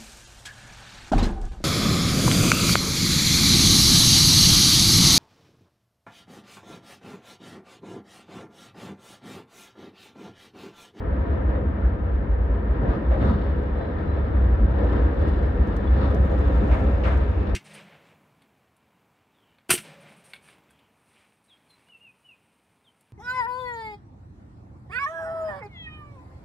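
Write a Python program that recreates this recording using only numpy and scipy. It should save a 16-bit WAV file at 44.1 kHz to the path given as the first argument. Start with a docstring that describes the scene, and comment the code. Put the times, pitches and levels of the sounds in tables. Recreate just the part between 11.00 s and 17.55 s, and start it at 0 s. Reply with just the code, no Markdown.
"""Train car in a tunnel

The car body booms as a low tone that swells and wavers in pitch, in wider noise.
The wheels rumble, roar and hiss as shaped noise.
Rail joints crack, ping and clatter; bumps thump, the floor drums and wheel flanges squeal briefly.
Bright hiss returns from the tunnel wall, and loose trim crackles and ticks faintly.
Noise layers follow level curves or event times and are spread over two ears."""
import sys
import numpy as np
from scipy import signal
from scipy.fft import rfft, irfft, next_fast_len
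from scipy.io import wavfile
from scipy.ndimage import uniform_filter1d

SR = 44100
rng = np.random.default_rng(int(sys.argv[2]) if len(sys.argv) > 2 else 0)


def master_out(mix):
    """Clip the mix to full scale and print it as 16-bit PCM to the path in sys.argv[1]."""
    frames = np.transpose(np.atleast_2d(mix))
    ceiling = np.clip(frames, -1, 1)
    pcm = np.round(ceiling * 32767).astype(np.int16)
    wavfile.write(sys.argv[1], SR, pcm)


N = 288833
TIME = np.arange(N) / SR
FFT_SIZE = next_fast_len(N, True)
FREQS = np.maximum(np.fft.rfftfreq(FFT_SIZE, 1 / SR), 1)
# rough, uneven contact makes rolling noise and clatter grainy (rms dB, rate)
GRIT_DB, GRITS_PER_S = 1.5, 90

# body shake on the springs, before tone and noise offsets: time_s, level_db
BODY_SHAKE = [(0, -22.5), (0.55, -22), (0.77, -25.5), (0.97, -21.5), (1.85, -23), (2.0, -29.5), (2.17, -20),
              (2.5, -22.5), (2.98, -25.5), (3.15, -20.5), (3.29, -21.5), (3.45, -19.5), (4.05, -19.5),
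              (4.75, -21), (5.1, -20), (5.6, -20.5), (6.2, -20), (6.5, -20)]
# resonances and dead spots of the car's panels: centre_hz, width_hz, lift_db
PANEL_MODES = [(104, 6.6, -0.5), (119, 33, 4.5), (141, 16, 0), (167, 9.6, -4.5), (200.7, 32, 4.5),
               (242, 14, -2.5), (379, 21, -3.5), (410.5, 15, 4.5), (475, 7.8, -2.5), (494.4, 44, 6.5),
               (504, 20, -1), (560.7, 18, 6.5), (670, 52, 4), (787, 8.8, 4.5), (890, 40, -5.5),
               (920, 32, 3), (1229, 59, 4.5), (1330, 50, 7), (1505, 42, -2), (1534, 85, 3), (1800, 210, 0),
               (1976, 78, -5.5)]


def from_db(db):
    """Decibels to gain."""
    return 10 ** (np.asarray(db) / 20)


def rms_one(x):
    """Scale to an rms of 1."""
    return x / np.sqrt(np.mean(x ** 2) + 1e-20)


def in_time(rows):
    """Each column of a curve, interpolated at every sample."""
    s, *columns = np.transpose(rows)
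    return [np.interp(TIME, s, column) for column in columns]


def over_hz(points):
    """(Hz, value) points joined on a log-frequency axis."""
    hz, value = np.transpose(points)
    return np.interp(np.log(FREQS), np.log(hz), value)


def colour(spectrum, resonances=()):
    """Gain of a spectrum that falls steeply past its ends, lifted at each resonance."""
    lift_db = sum(db / (1 + (2 * (FREQS - hz) / width_hz) ** 2) for hz, width_hz, db in resonances)
    lowest_hz, highest_hz = spectrum[0][0], spectrum[-1][0]
    skirts = np.minimum(1, np.minimum(FREQS / lowest_hz, highest_hz / FREQS)) ** 4
    return from_db(over_hz(spectrum) + lift_db) * skirts


def in_car(forces, gain):
    """Two unrelated forces through a colour: long waves reach both ears alike, short ones diffusely."""
    # sound field: pitch_hz, left_right_correlation
    likeness = [(60, .987), (130, .955), (260, .93), (330, .75), (460, .12), (630, .48), (900, .06),
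                (1200, -.05), (1370, -.5), (1680, .35), (2100, .02), (5000, .05), (9000, .4)]
    # sound field: pitch_hz, left_minus_right_db
    balance = [(110, 0.6), (200, 0), (350, 1.5), (440, 3), (600, -0.5), (900, 1), (1420, 6.5), (1900, 0),
               (2400, -0.5), (2800, 6), (3500, -1.5), (9000, -1)]
    mid, side = rfft(forces, FFT_SIZE) * gain
    alike = np.clip(over_hz(likeness), -.999, .999)
    sign = np.array([[1], [-1]])  # left, right
    ears = np.sqrt(1 + alike) * mid + sign * np.sqrt(1 - alike) * side
    ears = ears * from_db(sign * over_hz(balance) / 2)
    return irfft(ears, FFT_SIZE)[:, :N]


def rolling(spectrum, resonances=()):
    """Vibration driven by random roughness: coloured noise in both ears, rms 1."""
    return rms_one(in_car(rng.standard_normal((2, N)), colour(spectrum, resonances)))


def evened(x, span_s):
    """The same vibration with its swells slower than span_s taken out."""
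    power = uniform_filter1d(np.mean(x ** 2, axis=0), max(int(span_s * SR), 1))
    return x / np.sqrt(power + 1e-9)


def drift(per_s):
    """A smooth random wander, rms 1, with little movement faster than per_s."""
    spectrum = rfft(rng.standard_normal(N), FFT_SIZE) * np.exp(-(FREQS / per_s) ** 2)
    return rms_one(irfft(spectrum, FFT_SIZE)[:N])


def grit():
    """Random gain of grainy contact."""
    return from_db(GRIT_DB * drift(GRITS_PER_S))


def blow(start_s, rise_s, t60_s):
    """Envelope of a blow: a quick rise, then an exponential decay."""
    age_s = np.maximum(TIME - start_s, 0)
    return (1 - np.exp(-age_s / rise_s)) * from_db(-60 * age_s / t60_s)


def swells(rows):
    """Sum of bell-shaped swells: centre_s, half_width_s, level_db."""
    return sum(from_db(db) * np.exp(-((TIME - s) / width_s) ** 2) for s, width_s, db in rows)


def body_boom():
    """The car's lowest resonance: a low tone throbs, swells and wavers in pitch, in wider noise."""
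    # swells of the low tone, levels before swell_db: centre_s, crest_db, half_width_s, pitch_hz
    boom_swells = [(0.309, -21, 0.022, 67.83), (0.49, -21.5, 0.054, 60.3), (0.68, -19.5, 0.016, 66.2),
                   (0.86, -14.5, 0.024, 56.63), (1.15, -16, 0.013, 66.5), (1.329, -18.5, 0.034, 56.9),
                   (1.42, -19.5, 0.022, 62.55), (1.55, -20, 0.069, 54.7), (1.72, -18, 0.023, 59.6),
                   (1.9, -18.5, 0.022, 58.46), (2.101, -16, 0.038, 60), (2.3, -21, 0.053, 71.8),
                   (2.5, -22, .045, 65.8), (3.2, -18, 0.028, 72.3), (3.36, -18.5, 0.026, 63.41),
                   (3.44, -15.5, 0.036, 60.1), (3.54, -14.5, 0.025, 57), (3.64, -14, 0.028, 54.8),
                   (3.75, -17.5, .02, 67.04), (3.85, -18, 0.04, 59.8), (4.04, -18, 0.07, 59.96),
                   (4.22, -17.5, 0.022, 69.8), (4.44, -20, 0.029, 66), (4.61, -15.5, 0.024, 62.9),
                   (4.925, -16, 0.059, 64), (5.07, -18, 0.027, 69.4), (5.21, -15.5, 0.044, 67),
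                   (5.399, -18, 0.028, 66), (5.48, -16, 0.019, 68), (5.57, -17, 0.05, 58.7),
                   (5.72, -14, 0.027, 62.35), (5.88, -17.5, 0.039, 62.98), (6.04, -20.5, 0.031, 61),
                   (6.18, -18.5, 0.034, 67.6), (6.3, -23.5, 0.033, 62)]
    # noise around the tone: pitch_hz, relative_db per Hz
    boom_spectrum = [(22, -32.5), (31, -27.5), (40, -11.5), (51, 1), (61, -13), (70, -7), (80, -2),
                     (97, -6), (110, -22), (170, -48.5)]
    tone_db, swell_db, noise_db = -6.0, 1.3, -4
    throb_db, throbs_per_s = 2.5, 7.6
    throb_limit_db = 10.5  # upper limit of the random throb, hardly ever reached
    wander_hz, wanders_per_s = 1.201, 3.17
    lowest_hz, highest_hz = 35, 100

    shake_db, = in_time(BODY_SHAKE)
    sway = from_db(shake_db + np.minimum(throb_db * drift(throbs_per_s), throb_limit_db))
    swell = swells([(s, width_s, db) for s, db, width_s, _ in boom_swells])
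    pitch_hz = in_time(boom_swells)[-1] + wander_hz * drift(wanders_per_s)
    tone = np.sqrt(2) * np.sin(2 * np.pi * np.cumsum(pitch_hz) / SR)
    boom = np.maximum(from_db(tone_db) * sway, from_db(swell_db) * swell) * tone
    boom = boom + from_db(shake_db + noise_db) * evened(rolling(boom_spectrum), span_s=0.11)
    # panels radiate little on either side of the resonance
    radiation = 1 / np.sqrt((1 + (lowest_hz / FREQS) ** 8) * (1 + (FREQS / highest_hz) ** 16))
    return irfft(rfft(boom, FFT_SIZE) * radiation, FFT_SIZE)[:, :N]


def wheels():
    """Rolling noise of wheel on rail: floor rumble, mid roar and the hiss of ringing steel."""
    # rail roughness heard as levels: time_s, roar_db, hiss_db
    track = [(0, -41, -69), (0.25, -39, -64), (0.55, -39.5, -65.5), (0.78, -40.5, -66.5), (1.6, -41, -66.5),
             (1.93, -36.5, -61), (2.05, -40, -62), (2.27, -35, -54), (2.44, -39, -57.5),
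             (2.72, -41.5, -64.5), (2.82, -39.5, -60), (3.5, -39, -63), (3.99, -36, -55.5),
             (4.12, -38.5, -61), (4.28, -37.5, -54), (4.55, -38.5, -60), (4.9, -37.5, -59),
             (5.03, -36, -52), (5.2, -37.5, -57.5), (5.7, -36.5, -56.5), (5.98, -38, -57),
             (6.5, -40, -59.5)]
    # spectra: pitch_hz, relative_db per Hz
    rumble_spectrum = [(80, -22.5), (125, -1), (165, -1.5), (210, -1.5), (310, -0.5), (380, -4.5),
                       (520, -6.5), (650, -13.5), (850, -27), (1500, -53)]
    roar_spectrum = [(400, -24.5), (700, 0), (950, 4), (1150, -2.5), (1500, -4), (1850, -2), (2100, -9.5),
                     (2600, -19), (3200, -24), (5000, -52.5)]
    hiss_spectrum = [(1800, -12), (2600, 0), (3200, 0.5), (3900, -4), (4130, -6), (4500, -10.5),
                     (5300, -11.5), (5900, -25), (6800, -24.5), (7600, -28.5), (12000, -34.5)]
    # ringing of wheels and rails: centre_hz, width_hz, lift_db
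    steel_modes = [(3250, 66, -7), (3490, 190, 4.5), (3650, 45, 8.5), (3940, 92, 5), (4300, 59, -4),
                   (4306, 68, 10.5), (4800, 140, 2.5)]
    usual_roar_db, usual_boom_db, usual_rumble_db = -39, -22, -30  # on ordinary track
    rumble_per_roar, rumble_per_boom = 1, 0.12  # dB per dB
    flaw_db, flaws_per_s = 0.77, 6.9  # small rail flaws swell all three layers together

    roar_db, hiss_db = in_time(track)
    shake_db, = in_time(BODY_SHAKE)
    rumble_db = usual_rumble_db + rumble_per_roar * (roar_db - usual_roar_db)
    rumble_db = rumble_db + rumble_per_boom * (shake_db - usual_boom_db)
    rumble = from_db(rumble_db) * evened(rolling(rumble_spectrum, PANEL_MODES), span_s=0.27)
    roar = from_db(roar_db) * evened(rolling(roar_spectrum, PANEL_MODES), span_s=0.26)
    hiss = from_db(hiss_db) * rolling(hiss_spectrum, steel_modes) * grit()
    return (rumble + roar + hiss) * from_db(flaw_db * drift(flaws_per_s))


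def roar_surges():
    """The wheels' roar swells into a hollow, grainy rush and sinks back."""
    # centre_s, half_width_s, level_db
    surges = [(1.93, 0.044, -37.5), (2.29, 0.09, -36), (5.05, 0.062, -38), (6.09, 0.062, -41.5)]
    # pitch_hz, relative_db per Hz
    surge_spectrum = [(600, -5), (950, 5), (1500, -3.5), (1900, -10.5), (2400, -19.5), (3300, -26.5),
                      (4300, -23), (5500, -35)]
    # panel resonance excited: centre_hz, width_hz, lift_db
    surge_modes = [(1270, 120, 9.3)]
    return swells(surges) * grit() * evened(rolling(surge_spectrum, surge_modes), span_s=0.06)


def rail_joints():
    """Wheels on joints: a steel crack and ping, a ringing floor and a swelling clatter."""
    # start_s, clatter_db, crack_db, floor_ring_db, clatter_rise_s, clatter_t60_s, crack_t60_s, ping_hz
    joints = [(2.105, -32.5, -51.5, -22.5, .012, 0.4, 0.18, 2330),
              (2.2, -30, -66, -42, 0.035, 0.33, 0.3, 2300),
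              (5.708, -25.5, -41.5, -35, 0.027, 0.44, 0.37, 3058),
              (6.034, -24.5, -37, -33, 0.024, 0.61, 0.46, 3207)]
    # spectra: pitch_hz, relative_db per Hz
    clatter_spectrum = [(300, -20.5), (650, 10.5), (1300, 1.5), (2000, 1), (2700, -14.5), (3500, -13.5),
                        (5000, -34.5), (8000, -36.5), (15000, -50)]
    crack_spectrum = [(1600, -13), (2150, 4.5), (2650, -4), (3400, -10.5), (5000, -19.5), (8000, -33),
                      (15000, -53.5)]
    ring_spectrum = [(430, -25), (480, -14.5), (520, 4), (555, -5.5), (620, -5)]
    crack_rise_share = 0.22  # of the clatter's rise time
    ping_db = 4  # relative to crack_db

    clatter = crack = ring = pings = 0
    for s, clatter_db, crack_db, ring_db, rise_s, clatter_t60_s, crack_t60_s, ping_hz in joints:
        clatter += from_db(clatter_db) * blow(s, rise_s, clatter_t60_s)
        crack += from_db(crack_db) * blow(s, crack_rise_share * rise_s, crack_t60_s)
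        ring += from_db(ring_db) * blow(s, rise_s=0.02, t60_s=0.43)
        pings += from_db(crack_db + ping_db) * rail_ping(s, ping_hz)
    clatter = grit() * clatter * rolling(clatter_spectrum, PANEL_MODES)
    crack = crack * rolling(crack_spectrum)
    ring = ring * evened(rolling(ring_spectrum), span_s=0.04)
    return clatter + crack + pings + ring


def rail_ping(start_s, start_hz):
    """High bending waves run fastest along the rail, so a blow arrives as a short falling ping."""
    octave_s, blur_hz = .045, 72  # time to fall the first octave; rms pitch unsteadiness
    age_s = np.maximum(TIME - start_s, 0)
    pitch_hz = start_hz / (1 + age_s / octave_s) + blur_hz * drift(270)
    return blow(start_s, rise_s=0.0074, t60_s=0.069) * np.sin(2 * np.pi * np.cumsum(pitch_hz) / SR)


def bumps():
    """Dips in the track thump dully through the suspension."""
    # start_s, level_db
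    heavy_bumps = [(0.601, -24.5), (1.81, -19), (1.94, -27), (2.16, -25.5), (2.212, -18.5), (2.288, -22.5),
                   (2.535, -26), (3.6, -22.5), (4.229, -25), (4.581, -24), (5.0, -27), (5.13, -23.5),
                   (5.595, -20), (5.801, -23.5)]
    # pitch_hz, relative_db per Hz
    thump_spectrum = [(110, -4), (145, -7), (205, -2), (290, -9), (400, -13.5), (700, -34.5)]
    push = sum(from_db(db) * blow(s, rise_s=0.015, t60_s=0.49) for s, db in heavy_bumps)
    return push * evened(rolling(thump_spectrum, PANEL_MODES), span_s=0.059)


def floor_drumming():
    """Short rough patches of rail make the floor panels drum in swells."""
    # centre_s, half_width_s, level_db
    rough_patches = [(0.58, 0.075, -34), (1.87, 0.054, -35), (2.28, .08, -35.5), (2.81, 0.073, -35.5),
                     (3.83, 0.046, -29.5), (3.99, 0.04, -37), (4.24, 0.057, -34), (5.13, 0.13, -35.5),
                     (5.33, 0.031, -27.5), (5.51, 0.034, -33), (5.679, 0.071, -33), (5.85, 0.07, -33.5),
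                     (6.04, 0.078, -33)]
    # pitch_hz, relative_db per Hz
    drum_spectrum = [(330, -18), (420, -4.5), (520, 3.5), (620, -5), (760, -5.5)]
    return swells(rough_patches) * evened(rolling(drum_spectrum, PANEL_MODES), span_s=0.016)


def flange_squeals():
    """A flange rubs the rail and a wheel mode swells up: narrow noise whistles, broad noise scrapes."""
    # one row per squeal: centre_s, length_s, pitch_hz, width_hz, level_db
    squeals = [(0.562, .04, 3700, 59, -64), (1.91, .12, 3700, 500, -63), (2.266, 0.15, 3700, 380, -56),
               (2.845, 0.17, 3995, 45, -64.5), (2.82, .16, 3400, 70, -65.5), (3.115, 0.11, 3980, 45, -64),
               (3.18, 0.13, 3460, 80, -65), (4.879, 0.019, 3440, 30, -52), (5.035, .2, 3700, 600, -61),
               (5.02, .14, 4270, 90, -61)]
    out = np.zeros((2, N))
    for s, length_s, hz, width_hz, db in squeals:
        swell = np.cos(np.pi * np.clip((TIME - s) / length_s, -.5, .5))
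        resonance = 1 / (1 + (2 * (FREQS - hz) / width_hz) ** 2)
        mode = in_car(rng.standard_normal((2, N)), resonance)
        out += from_db(db) * swell * evened(rms_one(mode), span_s=.02)
    return out


def wall_echo():
    """The tunnel wall closes in and draws back, returning bright wheel hiss to the window."""
    # pitch_hz, relative_db per Hz
    wall_spectrum = [(1800, -14.5), (2200, 1.5), (2700, 2), (3200, -18.5), (4200, -21), (5200, -20),
                     (5900, -28.5), (6800, -22), (7600, -36)]
    nearest_s, nearest_db = 5.75, -53.5
    rise_db_per_s, fall_db_per_s = 16.5, 4
    past_s = TIME - nearest_s
    loss_db = np.maximum(-rise_db_per_s * past_s, fall_db_per_s * past_s)
    return from_db(nearest_db - loss_db) * rolling(wall_spectrum)


def trim_chatter():
    """Loose fittings crackle with clumps of tiny contacts of uneven size."""
    # crackle level: time_s, level_db
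    rattle = [(0, -87), (2.15, -97.5), (2.29, -72), (2.42, -93), (3.6, -86.5), (3.95, -79), (4.12, -84.5),
              (4.28, -77), (4.55, -83.5), (5.1, -74.5), (5.72, -71), (5.9, -75.5), (6.5, -83.5)]
    # pitch_hz, relative_db per Hz
    trim_spectrum = [(2500, -11), (4000, -4), (5900, 0.5), (6800, 7), (7400, -7.5), (8700, 2.5),
                     (9900, -13.5), (11500, -1), (15000, -7.5)]
    contacts_per_s, spread_db = 600, 3  # in each of the two forces; scale of the exponential size draw
    clump_db, clumps_per_s = -1.5, 35
    rattle_db, = in_time(rattle)
    sizes = from_db(spread_db * np.minimum(rng.exponential(1, (2, N)), 4))
    sizes = sizes * rng.choice([-1, 1], (2, N))
    touching = rng.random((2, N)) < contacts_per_s / SR
    contacts = sizes * touching * from_db(clump_db * drift(clumps_per_s))
    return from_db(rattle_db) * rms_one(in_car(contacts, colour(trim_spectrum)))


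def trim_ticks():
    """Harder contacts of the trim: a dry tick and its short echo in the car."""
    # start_s, level_db
    ticks = [(2.2726, -62), (2.6283, -63.5), (2.7859, -65), (3.8375, -62), (3.9279, -59), (4.0218, -62),
             (4.1446, -62), (4.1927, -62), (4.219, -57.5), (4.2825, -54), (4.425, -59), (4.462, -62),
             (4.6729, -60), (4.7646, -49), (5.1461, -50.5), (5.2506, -57), (5.3138, -61), (5.3872, -54),
             (5.472, -59), (5.5533, -64), (5.5797, -61), (5.6398, -59), (5.681, -57), (5.896, -62),
             (6.1193, -62), (6.1746, -54)]
    # pitch_hz, relative_db per Hz
    tick_spectrum = [(2500, 3), (4000, 6.5), (6700, 2.5), (7500, -2.5), (8700, 0), (9900, -9),
                     (11500, -3.5), (15000, -9.5)]
    tail_db = -19  # relative to the dry tick
    strikes = 0
    for s, db in ticks:
        dry_tick = blow(s, rise_s=0.00017, t60_s=0.032)
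        tail = from_db(tail_db) * blow(s, rise_s=0.0036, t60_s=0.1)
        strikes += from_db(db) * (dry_tick + tail)
    return strikes * rolling(tick_spectrum)


def scene():
    """Everything heard from a place at the window."""
    running_gear = body_boom() + wheels() + roar_surges() + rail_joints()
    running_gear = running_gear + bumps() + floor_drumming() + flange_squeals()
    return running_gear + wall_echo() + trim_chatter() + trim_ticks()


def record(dry):
    """Fade in over 5 ms to avoid a click, then cut the top steeply at 15.5 kHz."""
    low_pass = signal.ellip(10, .1, 80, 15500, fs=SR, output="sos")
    return signal.sosfilt(low_pass, dry * np.minimum(TIME / .005, 1))


dry = scene()
out = record(dry)
master_out(out)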